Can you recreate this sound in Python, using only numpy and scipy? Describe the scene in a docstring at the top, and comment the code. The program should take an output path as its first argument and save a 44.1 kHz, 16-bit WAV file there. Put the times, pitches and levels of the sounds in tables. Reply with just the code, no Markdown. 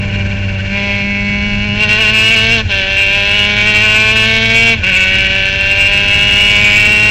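"""A rotary-engined open-wheel race car from the cockpit, its firing pulses ringing the exhaust and
bodywork while wind buffets the microphone. It starts on a feathered throttle through a corner, takes
a stab at the apex (0.7 s) and eases off. From 1.8 s it is flat out, with a hard rasp. At 2.6 s and
4.8 s the spark cuts, the next gear thuds in and the driveline shudders; then the revs climb to the
end. Throughout, the small 16 kHz recorder overloads on the loudest stretches."""
import sys
import numpy as np
from scipy import signal
from scipy.fft import rfft, irfft
from scipy.io import wavfile
from scipy.ndimage import uniform_filter1d

SR = 44100
rng = np.random.default_rng(int(sys.argv[2]) if len(sys.argv) > 2 else 0)


def store_pcm(level_fs):
    """Save levels as 16-bit WAV."""
    pcm = np.round(np.clip(level_fs, -1, 1) * 32767).astype(np.int16)
    wavfile.write(sys.argv[1], SR, np.atleast_2d(pcm).T)


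N = 313110
TIME = np.arange(N) / SR
HZ = np.fft.rfftfreq(N, 1 / SR)

# revs of the eccentric shaft, climbing through three gears: (time [s], speed [turns/s])
SHAFT_SPEED = [(0.0, 98.6), (0.43, 98.3), (0.58, 95.9), (0.8, 100.3), (1.09, 100.5), (1.69, 102.5),
               (2.08, 108.0), (2.56, 112.7), (2.69, 104.1), (2.72, 97.9), (2.82, 96.2), (3.25, 100.5),
               (4.7, 114.4), (4.78, 109.5), (4.82, 92.5), (5.29, 95.8), (6.22, 101.4), (7.1, 105.7)]
# the driver's foot: (time [s], throttle [0-1])
THROTTLE = [(.67, .2), (.76, .7), (.95, .7), (1.08, .5), (1.74, .5), (1.83, 1)]
# the mix under the pedal: (throttle [0-1], note [dB], howl [dB], sizzle [dB], fizz [dB],
# shaft-rate throb [dB], firing-rate drone [dB], raggedness [0-1])
THROTTLE_MIX = [(.2, -31.5, -32, -37.5, -41, -18, -24.5, 0.5), (.5, -31, -29, -34, -35.5, -32, -19.5, 0),
                (.7, -26.5, -28.5, -28.5, -33.5, -24, -22, 0.12),
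                (1, -26.5, -21, -21.5, -26.5, -48, -47, 0.1)]
# what the firing harmonics excite as the revs sweep up:
# (speed [turns/s], shaft-rate boom [dB], firing-rate boom [dB], howl lift [dB])
SPEED_MIX = [(92.5, -40, -26, -1), (96.1, -37.5, -29.5, -0.5), (98.1, -30, -39, -1.5),
             (99.6, -29, -33.5, -2.5), (102.7, -26, -25, -3.5), (107.2, -24, -26, 1.5),
             (113.1, -22.5, -21.5, -2)]
# each gear's character: (shudder rate [Hz], note [dB], sizzle [dB], fizz [dB], raggedness [factor])
GEARS = [(7.26, -.5, -1.5, -1, 1.32), (6.59, 0.2, 0.5, -2, 0.97), (9.18, -0.53, -1, -2.5, 1.32)]
def engine(mid_speed=100, surge_hz=17.6, first_surge_s=0.037):
    """Two rotors fire into the exhaust; throttle, revs and gear ride the faders of its layers."""
    (speed,), (throttle,) = curves(SHAFT_SPEED), curves(THROTTLE)
    note_db, howl_db, sizzle_db, fizz_db, throb_db, drone_db, ragged = curves(THROTTLE_MIX, throttle)
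    shaft_db, firing_db, howl_lift_db = curves(SPEED_MIX, speed)
    _, gear_note_db, gear_sizzle_db, gear_fizz_db, gear_ragged = np.array(GEARS)[gear_at(TIME)].T
    revs_db = 0.2328 * (speed - mid_speed)
    ragged = ragged * gear_ragged * np.exp((mid_speed - speed) / 32)  # smoother as the revs rise
    unlit, cut_db = ignition_cuts()
    noisy = ragged + 0.39 * unlit  # without spark only gas is pumped through
    # on a light throttle the burning comes in surges
    surge = ragged ** 2 * np.cos(2 * np.pi * surge_hz * (TIME - first_surge_s))
    swing = driveline_shudder()
    turns = np.cumsum(speed + swing + 0.99 * surge) / SR
    low_end = boom(turns, np.maximum(shaft_db, throb_db), np.maximum(firing_db, drone_db))
    gas = gas_puffs(turns)
    swell = firings(turns, imbalance=0.083, scatter=0.012, jitter_s=12e-6)  # each pulse's body
    crack = firings(turns, imbalance=0.21, scatter=0.12, jitter_s=7e-6)  # its steep, bright front
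    note = exhaust_note(swell, gas, 0.31 * ragged + 0.83 * unlit, note_db + gear_note_db + revs_db)
    treble = howl(crack, gas, noisy, howl_db + howl_lift_db)
    treble += rasp(crack, gas, noisy, swing)
    treble += gain_of(revs_db) * top_end(crack, gas, noisy, sizzle_db + gear_sizzle_db,
                                         fizz_db + gear_fizz_db)
    exhaust = note + flicker(surge, ragged) * treble
    return gain_of(-1.7 - 0.3 * cut_db) * low_end + gain_of(-cut_db) * exhaust


def firings(turns, imbalance, scatter, jitter_s):
    """Two exhaust pulses per shaft turn; the rotors differ, and no two burns are quite alike."""
    stroke = np.floor(2 * turns).astype(int)
    onsets = np.flatnonzero(np.diff(stroke))
    size_chance, time_chance = rng.standard_normal((len(onsets), 2)).T
    size = 1 + imbalance * (-1) ** stroke[onsets] + scatter * size_chance
    place = np.interp(stroke[onsets + 1], 2 * turns, np.arange(N)) + jitter_s * SR * time_chance
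    taps = np.round(place).astype(int)[:, None] + np.arange(-8, 9)
    offset = taps - place[:, None]
    pulses = size[:, None] * np.sinc(offset) * np.sinc(offset / 9)  # clicks placed between samples
    return np.bincount(np.clip(taps, 0, N - 1).ravel(), pulses.ravel(), N)


def gas_puffs(turns, decay_cycles=1.0, steady=0.046):
    """Turbulent gas: a burst of noise each time a port opens, fading through the cycle."""
    return (steady + np.exp(-(2 * turns % 1) / decay_cycles)) * rng.standard_normal(N)


# upper resonances of silencer and bodywork: (pitch [Hz], width [Hz], level [dB])
RASP_MODES = [(2042, 51, -2), (2267, 73, 6.5), (2379, 24.5, 8), (2484, 9.7, 0.5), (2602, 62, 6),
              (2761, 40.5, 8.5), (2861, 32.5, 5.5)]
# the rasp's fader through the pull in each gear: (time [s], level [dB])
RASP_LEVEL = [(0.0, -25), (0.67, -26), (0.76, -17.5), (1.37, -18.5), (1.75, -19.5), (1.8, -13),
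              (2.28, -7.5), (2.6, -14.5), (2.71, -16), (2.92, -15.0), (2.97, -9.5), (3.24, -13),
              (3.56, -11.9), (3.9, -8.5), (4.44, -13), (4.68, -8), (4.86, -14), (4.93, -9.5), (5.5, -14.5),
              (5.86, -9.5), (5.9, -12), (6.69, -7.5), (7.09, -8)]
# the broad band that the pulse fronts hit hardest: (time [s], centre [Hz])
BITE_CENTRE = [(0, 2280), (.64, 2630), (.73, 2070), (1.3, 2210), (1.78, 2720), (2.3, 2765), (3.1, 2580),
               (3.39, 2760), (3.53, 2470), (4.21, 2570), (4.29, 2430), (4.74, 2530), (4.92, 2570),
               (6.38, 2840), (6.66, 2470), (6.92, 2810)]
def rasp(crack, gas, noisy, swing):
    """The hard edge: pulse fronts ring silencer and bodywork, swelling as the revs flare."""
    (level_db,), (bite_hz,) = curves(RASP_LEVEL), curves(BITE_CENTRE)
    bite = resonate(cockpit_reflections(crack, decay_s=0.0022), bite_hz, width_hz=530)
    gain = gain_of(level_db + 0.77 * swing + 1.03 * wander(rate_hz=24))
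    return gain * voiced(bite, gas, RASP_MODES, noisy)


# lower resonances of silencer and bodywork: (pitch [Hz], width [Hz], level [dB])
HOWL_MODES = [(1505, 28, 0), (1567, 55, -2), (1749, 49, -3.5), (1901, 20.3, -1)]
def howl(crack, gas, noisy, level_db):
    """Pulse fronts ring a wavering midrange howl out of silencer and bodywork."""
    return gain_of(level_db + 1.02 * wander(rate_hz=19)) * voiced(crack, gas, HOWL_MODES, noisy)


# resonances of the exhaust pipe: (pitch [Hz], width [Hz], level [dB])
PIPE_MODES = [(475, 81, -10), (590.6, 25, -8), (663.6, 46, -12), (827, 75, -15.5), (1010, 36, -14),
              (1077.5, 24, -11), (1450, 225, -22.5)]
def exhaust_note(swell, gas, noisy, level_db):
    """The body of each pulse rings the pipe."""
    return gain_of(level_db + 0.8 * wander(rate_hz=11)) * voiced(swell, gas, PIPE_MODES, noisy)


def boom(turns, shaft_db, firing_db):
    """The low end: one wavering sine at the shaft rate, one at the firing rate an octave up."""
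    return sum(np.sqrt(2) * gain_of(db + 1.1 * wander(rate_hz=26)) * np.sin(2 * np.pi * order * turns)
               for order, db in ((1, shaft_db), (2, firing_db)))


# top resonances of silencer and bodywork: (pitch [Hz], width [Hz], level [dB])
SIZZLE_MODES = [(2990, 42, -17), (3189, 140, -14), (3409, 123, -16), (3767, 90, -18.5)]
# the highest, broad resonances of the exhaust: (pitch [Hz], width [Hz], level [dB])
FIZZ_MODES = [(3590, 125, -25.5), (4223, 165, -22.5), (4960, 700, -32), (6020, 410, -35.5), (7460, 52, -35)]
def top_end(crack, gas, noisy, sizzle_db, fizz_db):
    """Sizzle and fizz from blurred pulse fronts: the higher the band, the more of it is turbulence."""
    blurred = cockpit_reflections(crack, decay_s=0.0035)
    sizzle = gain_of(sizzle_db) * voiced(blurred, gas, SIZZLE_MODES, 0.14 + noisy)
    fizz = gain_of(fizz_db) * voiced(blurred, gas, FIZZ_MODES, 0.39 + 1.6 * noisy)
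    return sizzle + fizz


# the treble ducks briefly: (time [s], depth [dB])
TREBLE_DIPS = [(1.87, 7), (2.125, 4), (2.859, 3.5), (3.065, 2), (4.14, 4), (5.41, 2)]
def flicker(surge, ragged, dip_half_s=0.015):
    """Gain on the treble: ragged burning makes it stutter and flutter, and now and then it dips."""
    flutter_db = (0.49 + 0.88 * ragged) * wander(rate_hz=16)
    dip_db = bumps((s, dip_half_s, db) for s, db in TREBLE_DIPS)
    return gain_of(5 * surge + flutter_db - dip_db)


# jolts from the road and the gear change: (time [s], swing [turns/s])
JOLTS = [(0.013, 3.3), (0.12, 2.2), (1.624, 2.2), (1.795, 3.7), (1.974, 6.5), (2.295, 4.6), (2.503, 5.3),
         (2.965, 2.8), (3.33, 2.5), (3.646, 2.1), (3.809, 2.4), (4.108, 1.8), (4.86, 5.0), (5.167, 2.1)]
def driveline_shudder(decay_s=0.06994):
    """Each jolt winds up the driveline, and the revs swing about their course until it settles."""
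    swing = 0.34 * wander(rate_hz=15)  # the grain of the road keeps the revs trembling
    for s, size in JOLTS:
        age = np.maximum(TIME - s, 0)
        shudder_hz = GEARS[gear_at(s)][0]
        swing += size * np.exp(-age / decay_s) * np.sin(2 * np.pi * shudder_hz * age)
    return swing


# upshift cues: (spark off [s], spark on [s], exhaust cut [dB], gear bites [s], thud level [dB])
UPSHIFTS = [(2.618, 2.693, 15.5, 2.648, -13), (4.752, 4.83, 11.5, 4.784, -16)]
def ignition_cuts(edge_s=0.0079):
    """The spark drops out for each shift: how far it is off (0-1), and the exhaust's loss in dB."""
    gates = [0.5 * (np.tanh((TIME - off) / edge_s) - np.tanh((TIME - on) / edge_s))
             for off, on, *_ in UPSHIFTS]
    return sum(gates), sum(gate * depth_db for gate, (_, _, depth_db, *_) in zip(gates, UPSHIFTS))


def gear_at(s):
    """Which gear is in: the number of upshifts made so far."""
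    return sum(np.int64(s > (off + on) / 2) for off, on, *_ in UPSHIFTS)


def gearbox(thud_hz=85, decay_s=0.012):
    """Each new gear takes up the drive with a short, dull thud through the chassis."""
    thuds = np.zeros(N)
    for *_, s, db in UPSHIFTS:
        age = np.maximum(TIME - s, 0)
        envelope = np.exp(1 - age / decay_s) * age / decay_s
        thuds += gain_of(db) * envelope * np.sin(2 * np.pi * thud_hz * age)
    return thuds


# tone of the wind on the microphone: (frequency [Hz], level [dB])
WIND_SPECTRUM = [(10, -34.5), (25, -6.5), (45, -8.5), (80, -7.5), (115, -11), (160, -16), (250, -22.5),
                 (400, -29.5), (1000, -51.5), (8000, -81)]
# its rise as the car gathers speed: (start level [dB], end level [dB])
WIND_RISE = [-30, -27.5]
# gusts on top: (time [s], half length [s], lift [dB])
GUSTS = [(.05, 0.52, 5.5), (1.564, 0.34, 5), (2.56, 0.18, 3), (5.203, 0.069, 4.5), (6.4, 0.63, 2.5)]
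def wind():
    """Air buffets the microphone with a lumpy rumble."""
    level_db = np.interp(TIME, [0, N / SR], WIND_RISE) + bumps(GUSTS) + 2.5
    return gain_of(level_db) * steadied(coloured(rng.standard_normal(N), WIND_SPECTRUM), window=5000)


# tone of the road bed: (frequency [Hz], level [dB])
ROAR_SPECTRUM = [(60, -18), (200, -3), (310, -4.5), (500, -11), (750, -6.5), (1200, -16.5), (1600, 0.5),
                 (2800, -23), (4500, -14), (7600, -17.5), (9000, -47)]
def road_roar():
    """Air, tyres and chassis roar more with road speed, less while the engine stops shaking the car."""
    _, cut_db = ignition_cuts()
    level_db = np.interp(TIME, [0, N / SR], [-37.5, -33.5]) - 0.096 * cut_db + 2 * wander(rate_hz=42)
    return gain_of(level_db) * unit_rms(coloured(rng.standard_normal(N), ROAR_SPECTRUM))


def cockpit_reflections(x, decay_s, taps=900):
    """Dense early reflections from the cockpit walls blur each pulse, leaving its spectrum flat."""
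    echoes = rfft(rng.standard_normal(taps) * np.exp(-np.arange(taps) / (decay_s * SR)), N)
    return irfft(rfft(x) * echoes / abs(echoes), N)


def voiced(pulses, gas, modes, noisy):
    """Pulses and gas ring the same resonances; noisy is the gas's share of the power."""
    noisy = np.clip(noisy, 0, 1)
    return np.sqrt(1 - noisy) * ring(pulses, modes) + np.sqrt(noisy) * ring(gas, modes)


def ring(x, modes):
    """Steep-sided resonances that ring after each pulse, held at a steady level."""
    power = sum(gain_of(db) ** 2 / (1 + ((HZ - hz) / width) ** 2) ** 2 for hz, width, db in modes)
    cepstrum = irfft(0.5 * np.log(power + 1e-10), N)
    cepstrum[1:N // 2] *= 2  # fold to minimum phase: no ringing ahead of the hit
    cepstrum[N // 2 + 1:] = 0
    return steadied(irfft(rfft(x - x.mean()) * np.exp(rfft(cepstrum)), N))


def resonate(x, centre_hz, width_hz):
    """A broad resonance with a moving centre."""
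    carrier = np.exp(2j * np.pi * np.cumsum(centre_hz) / SR)
    pole = np.exp(-np.pi * width_hz / SR)
    return 2 * (carrier * signal.lfilter([1 - pole], [1, -pole], x / carrier)).real


def coloured(x, points):
    """An EQ drawn through (frequency [Hz], gain [dB]) points."""
    hz, db = np.transpose(points)
    return irfft(rfft(x) * gain_of(np.interp(np.log(HZ + 1), np.log(hz), db)), N)


def wander(rate_hz):
    """Random drift of rms 1, rolled off above the given rate."""
    return unit_rms(irfft(rfft(rng.standard_normal(N)) / (1 + (HZ / rate_hz) ** 4), N))


def curves(rows, control=TIME):
    """Automation lanes: each further column, read where the first equals the control."""
    points, *columns = np.transpose(rows)
    return [np.interp(control, points, column) for column in columns]


def bumps(rows):
    """Bell-shaped fader moves from (time [s], half length [s], height [dB]) rows."""
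    return sum(db * np.exp(-((TIME - s) / half_s) ** 2) for s, half_s, db in rows)


def steadied(x, window=2600):
    """Holds the running rms at 1, so that a level curve alone sets the loudness."""
    power = uniform_filter1d(uniform_filter1d(x ** 2, window), window)
    return x / np.sqrt(abs(power) + 1e-12)


def unit_rms(x):
    """Scales to rms 1."""
    return x / np.sqrt(np.mean(x ** 2) + 1e-20)


def gain_of(db):
    """Decibels to amplitude."""
    return 10 ** (np.asarray(db) / 20)


def scene():
    """Engine, gearbox, wind and road at the one microphone."""
    return (engine() + gearbox() + wind() + road_roar())[None]


# what the recorder lets through: (frequency [Hz], gain [dB])
RECORDER_EQ = [(10, 1), (6000, -1), (7900, -7), (8400, -11), (9000, -13), (12000, -8.5), (16000, -6)]
def record(dry, ceiling=0.7, knee=16.0, drive_db=1.5, image_db=-36, rate_hz=16000, edge_hz=15800):
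    """The recorder flattens peaks and dulls the top; overload fizz mirrors about its sample rate."""
    driven = gain_of(drive_db) * dry[0]
    clipped = driven / (1 + abs(driven / ceiling) ** knee) ** (1 / knee)
    image = 2 * gain_of(image_db) * (driven - clipped) * np.cos(2 * np.pi * rate_hz * TIME)
    lowpass = signal.firwin(511, edge_hz, window=("kaiser", 9), fs=SR)
    return signal.oaconvolve(coloured(clipped, RECORDER_EQ) + image, lowpass, "same")[None]


dry = scene()
out = record(dry)
store_pcm(out)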